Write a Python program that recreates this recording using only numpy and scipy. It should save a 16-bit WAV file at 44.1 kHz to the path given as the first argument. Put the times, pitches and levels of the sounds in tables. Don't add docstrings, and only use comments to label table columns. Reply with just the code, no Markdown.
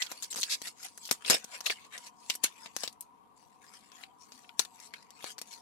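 import sys
import numpy as np
from scipy import signal
from scipy.fft import rfft, irfft, next_fast_len
from scipy.io import wavfile
from scipy.ndimage import uniform_filter1d

SR = 44100
rng = np.random.default_rng(int(sys.argv[2]) if len(sys.argv) > 2 else 0)


def store_wav(level_fs):
    pcm = np.round(np.clip(np.atleast_2d(level_fs), -1, 1) * 32767)
    wavfile.write(sys.argv[1], SR, pcm.T.astype(np.int16))


N = 247401

# t/s, crack level/dB, crack colour f/Hz, thump level against the crack/dB
SNAPS = [(0.0206, -14.5, 4300.0, -17), (0.0638, -29, 4500, -20), (0.116, -25, 5800.0, -4),
         (0.2240, -23, 6500.0, -14), (0.2310, -24, 6500, -35), (0.2405, -24, 6500, -33),
         (0.3281, -24, 5800.0, -8), (0.3431, -26, 6200.0, -6), (0.3592, -23, 7000.0, -9),
         (0.3662, -25, 6500, -8), (0.3751, -23, 6500, -10), (0.3846, -22.5, 6400.0, -9.5),
         (0.3935, -25.5, 6400.0, -8), (0.401, -24, 7000, -25), (0.4116, -19, 6400.0, -37),
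         (0.4203, -22, 5000.0, -32), (0.431, -12, 4300.0, -21.5), (0.6171, -25.5, 6000.0, -7),
         (0.6778, -26, 4800, -15), (0.9759, -30.5, 7600.0, -9), (1.0532, -26.5, 6100.0, -35),
         (1.0905, -31, 3000, -4), (1.1112, -7.5, 7300.0, -7.5), (1.124, -17.5, 6800.0, -13),
         (1.2487, -24.5, 2800.0, -22.5), (1.261, -22.5, 4500.0, -15), (1.2992, -4, 6700.0, -7),
         (1.3065, -4.5, 6000, -8), (1.3425, -17, 6500, -12), (1.4429, -25.5, 6700.0, -11),
         (1.6059, -25, 5300.0, -5.5), (1.6603, -17, 4200, -25), (1.6631, -13, 3600, -18),
         (1.6985, -14, 2500, -16), (1.978, -27.5, 5400.0, -15.5), (2.299, -10.5, 4100.0, -13),
         (2.3522, -22, 8300.0, -16), (2.4359, -15, 6700.0, -22.5), (2.4396, -5.5, 6600.0, -8),
         (2.6595, -31.5, 2500.0, -4.0), (2.7645, -17, 6600.0, -6), (2.8346, -17, 5500.0, -8),
         (2.8765, -20.5, 4700.0, -9), (2.9271, -39.5, 6900.0, -15), (3.0082, -22, 11000.0, -31),
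         (3.0235, -38, 7500, -31), (3.918, -39.5, 5000.0, -5), (4.0365, -30.5, 2600.0, -18),
         (4.32, -33.5, 4680, -6.5), (4.4438, -43, 2380, -22), (4.4923, -36, 2700, -19),
         (4.5935, -5, 5600, -11), (4.6507, -30.0, 4800.0, -10), (4.8003, -33, 6600.0, -14),
         (4.9375, -25, 2500.0, -10), (5.1054, -35.5, 5900.0, -13), (5.206, -40, 2500, -20),
         (5.242, -26, 4200.0, 2.5), (5.3185, -33, 6500, -25), (5.3815, -27, 5500.0, -8),
         (5.3885, -29, 5500, -8), (5.4152, -23, 5700.0, -8.5)]
# t/s, drop of the pack on the right/dB, fan level before its left-right tilt/dB
PLACE = [(0, 0.5, -69), (1.1, 3, -65.5), (2.3, 3, -63.5), (2.9, 6.5, -63), (3.2, 10, -64.5),
         (3.6, 7.5, -67.5), (4.3, 7, -61), (5.61, 6, -63.5)]


def amp(db):
    return 10 ** (np.asarray(db) / 20)


def unit(x):
    return x / np.sqrt(np.mean(x ** 2) + 1e-20)


def along(points, hz):
    f, v = np.transpose(points)
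    return np.interp(np.log(hz + 1), np.log(f + 1), v)


def curves(rows):
    s, *cols = np.transpose(rows)
    return [np.interp(np.arange(N) / SR, s, c) for c in cols]


def filtered(x, response):
    m = next_fast_len(x.shape[-1] + 4096)
    spectrum = rfft(x, m) * response(np.fft.rfftfreq(m, 1 / SR))
    return irfft(spectrum, m)[..., :x.shape[-1]]


def mode(f, hz, width_hz):
    return 1j * f * width_hz / (hz * hz - f * f + 1j * f * width_hz)


def two_mics(pair):
    # f/Hz, correlation
    likeness = [(300, 0.77), (1200, 0.36), (2500, 0.17), (6000, 0.4)]

    def mid_and_side(hz):
        turn = np.arccos(np.clip(along(likeness, hz), 0, 1)) / 2
        return np.array([np.cos(turn), np.sin(turn)])

    mid, side = filtered(pair, mid_and_side)
    return np.array([mid + side, mid - side])


def patchy(depth_db, frames, size):
    z = signal.stft(rng.standard_normal((2, N)), nperseg=size)[2]
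    field = uniform_filter1d(rng.standard_normal(z.shape[1:]), size=3, axis=0)
    field = uniform_filter1d(field, frames, axis=1)
    noise = signal.istft(z * amp(depth_db * unit(field)), nperseg=size)[1]
    return unit(noise[:, :N])


def click(hz, thump_db, after_db=-27, after_t60=0.065):
    t = np.arange(4096) / SR
    noise = rng.standard_normal((2, 2, len(t)))
    panels = np.minimum(hz * np.exp(.3 * rng.standard_normal(5)), 12500)
    blow = (1 - np.exp(-t / .0006)) ** 2 * amp(-60 * t / .0048)
    afterrustle = amp(after_db - 60 * t / after_t60)
    edge = hz / 15000

    def plastic(f):
        body = mode(f, hz, .8 * hz) ** 2
        top = edge * mode(f, 11500, 3500)
        return body + top + sum(mode(f, p, .04 * p) for p in panels)

    crack = filtered(noise[0] * (blow + afterrustle), plastic)
    thump = filtered(noise[1] * blow ** 2, lambda f: mode(f, 600, 1800))
    head = len(t) // 20
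    return crack / np.std(crack[:, :head]) + amp(thump_db) * thump / np.std(thump[:, :head])


def snaps():
    crest_db = 9.5
    out = np.zeros((2, N + SR))
    for s, db, hz, thump_db in SNAPS:
        out[:, round(s * SR):][:, :4096] += amp(db - crest_db) * click(hz, thump_db)
    return out[:, :N]


def creaks():
    # start t/s, end t/s, slip rate at start f/Hz, at end f/Hz, level/dB, colour f/Hz
    slip_trains = [(0.301, 0.323, 430, 400, -39, 7000), (.492, 0.553, 430, 900, -33, 5360)]
    out = np.zeros((2, N))
    for start, end, rate0, rate1, db, hz in slip_trains:
        part = np.linspace(0, 1, round((end - start) * SR))
        rate = rate0 + (rate1 - rate0) * part ** 2
        slips = np.diff(np.floor(np.cumsum(rate) / SR), prepend=-1)
        swell = np.sqrt(np.abs(np.sin(np.pi * part)))
        train = slips * swell * amp(db + 2 * rng.standard_normal(len(part)))
        sound = signal.fftconvolve(train[None], click(hz, -25, after_db=-30), axes=1)
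        out[:, round(start * SR):][:, :sound.shape[1]] += sound
    return out


def crackle():
    # peak t/s, crackle level/dB, time to swell 20 dB/s,
    # time to fade 20 dB/s, card level against the film/dB
    squeezes = [(0.045, -40, .4, .04, -5), (.11, -43, .05, .13, -4), (.235, -43, .04, .06, -11),
                (.455, -46, .05, .1, -18), (.524, -38, .1, .065, -6), (.673, -33, .058, .035, -12),
                (.845, -38, .07, .06, -8), (1.075, -43, .15, .05, -22), (1.285, -34, .045, .05, 0),
                (1.312, -24, .012, .07, -2), (1.345, -29, .08, .033, -1), (1.555, -43, .12, .068, -3),
                (1.668, -26, .022, .03, -8), (1.706, -27, .012, .035, -4), (1.85, -53, .2, .04, 4),
                (1.94, -47, .03, .06, 4), (2.073, -44, .13, .025, -10), (2.35, -42, .15, .02, -12),
                (2.64, -49, .17, .11, -2), (2.805, -40, .07, .05, -12), (2.836, -34, .025, .05, -5),
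                (3.382, -59, .035, .3, -12), (3.62, -55, .01, .5, -6), (3.74, -49, .04, .09, -7),
                (4.03, -49, .2, .04, -3), (4.214, -54, .035, .2, -15), (4.35, -53, .08, .25, -8),
                (4.862, -49, .22, .05, -9), (4.96, -56, .06, .2, 0), (5.268, -41, .09, .05, -2),
                (5.315, -44, .15, .03, -14), (5.531, -43, .085, .09, -10)]
    # f/Hz, relative level/dB per Hz
    film_colour = [(1200, -24.5), (3000, -9), (4500, 2), (7500, 3.5), (10000, -5.5), (12000, -6.5)]
    # f/Hz, relative level/dB per Hz
    card_colour = [(80, -22), (450, -4), (1400, -0.5), (2500, 4), (3600, -2), (7000, -31)]
    sizes = amp(5 * np.clip(rng.standard_normal(N), -3, 2.1))
    ticks = (rng.random(N) < 700 / SR) * sizes
    tick = amp(-60 * np.arange(600) / SR / .006)
    grain = unit(signal.fftconvolve(ticks, tick)[:N])
    out = 0
    for rows, even in [(squeezes, .7), (settling(), 2.2)]:
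        film_gain, card_gain = handling(rows)
        film_rub = (even + grain) * patchy(6, frames=12, size=384)
        film = unit(filtered(film_rub, lambda f: amp(along(film_colour, f))))
        card_rub = (even + grain) * patchy(6.5, frames=8, size=512)
        card = unit(filtered(card_rub, lambda f: amp(along(card_colour, f))))
        out = out + film_gain * film + card_gain * card
    return out


def settling():
    delay_s, rise_s, fade_s = .005, .014, .048
    base_db, grows = -22, 1.35
    base_card_db, card_follows = -4, .3
    rows = []
    for s, db, _, thump_db in SNAPS:
        card_db = base_card_db + card_follows * thump_db
        rows.append((s + delay_s, base_db + grows * db, rise_s, fade_s, card_db))
    return rows


def handling(rows):
    rest_db = -83
    t = np.arange(0, N / SR + .002, .001)
    s, db, rise, fade, card_db = np.transpose(rows)[:, :, None]
    steps = np.where(t < s, (s - t) / rise, (t - s) / fade)
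    power = amp(db - 20 * steps) ** 2
    both = [power.sum(axis=0), (power * amp(card_db) ** 2).sum(axis=0)]
    return [np.interp(np.arange(N) / SR, t, np.sqrt(p + amp(rest_db) ** 2)) for p in both]


def knocks():
    # t/s, level/dB, ring f/Hz
    hollow_hits = [(.431, -26, 1500), (1.112, -22, 950), (1.3075, -16, 480), (1.324, -14, 620),
                   (1.342, -15, 480), (1.701, -27, 420), (2.8355, -19, 620), (4.597, -13, 950)]
    cycles, overtone = 7, 1.6
    out, t = np.zeros(N + SR), np.arange(2048) / SR
    for s, db, hz in hollow_hits:
        first = np.sin(2 * np.pi * hz * t)
        second = .35 * np.sin(2 * np.pi * overtone * hz * t + 2 * np.pi * rng.random())
        envelope = amp(db - 60 * t * hz / cycles) * (1 - np.exp(-t / .0006))
        out[round(s * SR):][:len(t)] += envelope * (first + second)
    return out[:N]


def room_tone():
    # f/Hz, width f/Hz, relative level/dB
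    duct_modes = [(225, 70, -10), (440, 60, -15), (745, 60, -4), (960, 120, 1), (1090, 140, -7)]
    # f/Hz, relative level/dB per Hz
    air_colour = [(30, -16), (70, -7.5), (300, -6.5), (580, -14), (2000, -27), (6000, -35), (12000, -30)]

    def duct(f):
        return sum(amp(db) * np.abs(mode(f, hz, w)) ** 2 for hz, w, db in duct_modes)

    fan = unit(filtered(patchy(4, frames=6, size=2048), duct)) * amp(curves(PLACE)[1])
    air = unit(filtered(rng.standard_normal((2, N)), lambda f: amp(along(air_colour, f))))
    return two_mics(fan) * amp([[4], [-1.5]]) + two_mics(air) * amp([[-67.5], [-70]])


def scene():
    pan_db = curves(PLACE)[0]
    pack = two_mics(snaps() + creaks() + crackle()) + knocks()
    return pack * amp(np.array([0 * pan_db, -pan_db])) + room_tone()


def record(dry):
    # f/Hz, level/dB
    mic_colour = [(40, -12.5), (110, 0.5), (4200, 1), (5400, -2), (12400, 0.5), (13000, -18.5),
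                  (15500, -13), (16400, -21)]
    late_s, top_hz = .00415, 16900
    lag = np.array([[0], [late_s]])
    soft = .9 * np.tanh(dry / .9)

    def microphones(hz):
        delay = np.exp(-2j * np.pi * hz * lag)
        return amp(along(mic_colour, hz)) * delay * (hz < top_hz)

    return filtered(soft, microphones)


dry = scene()
out = record(dry)
store_wav(out)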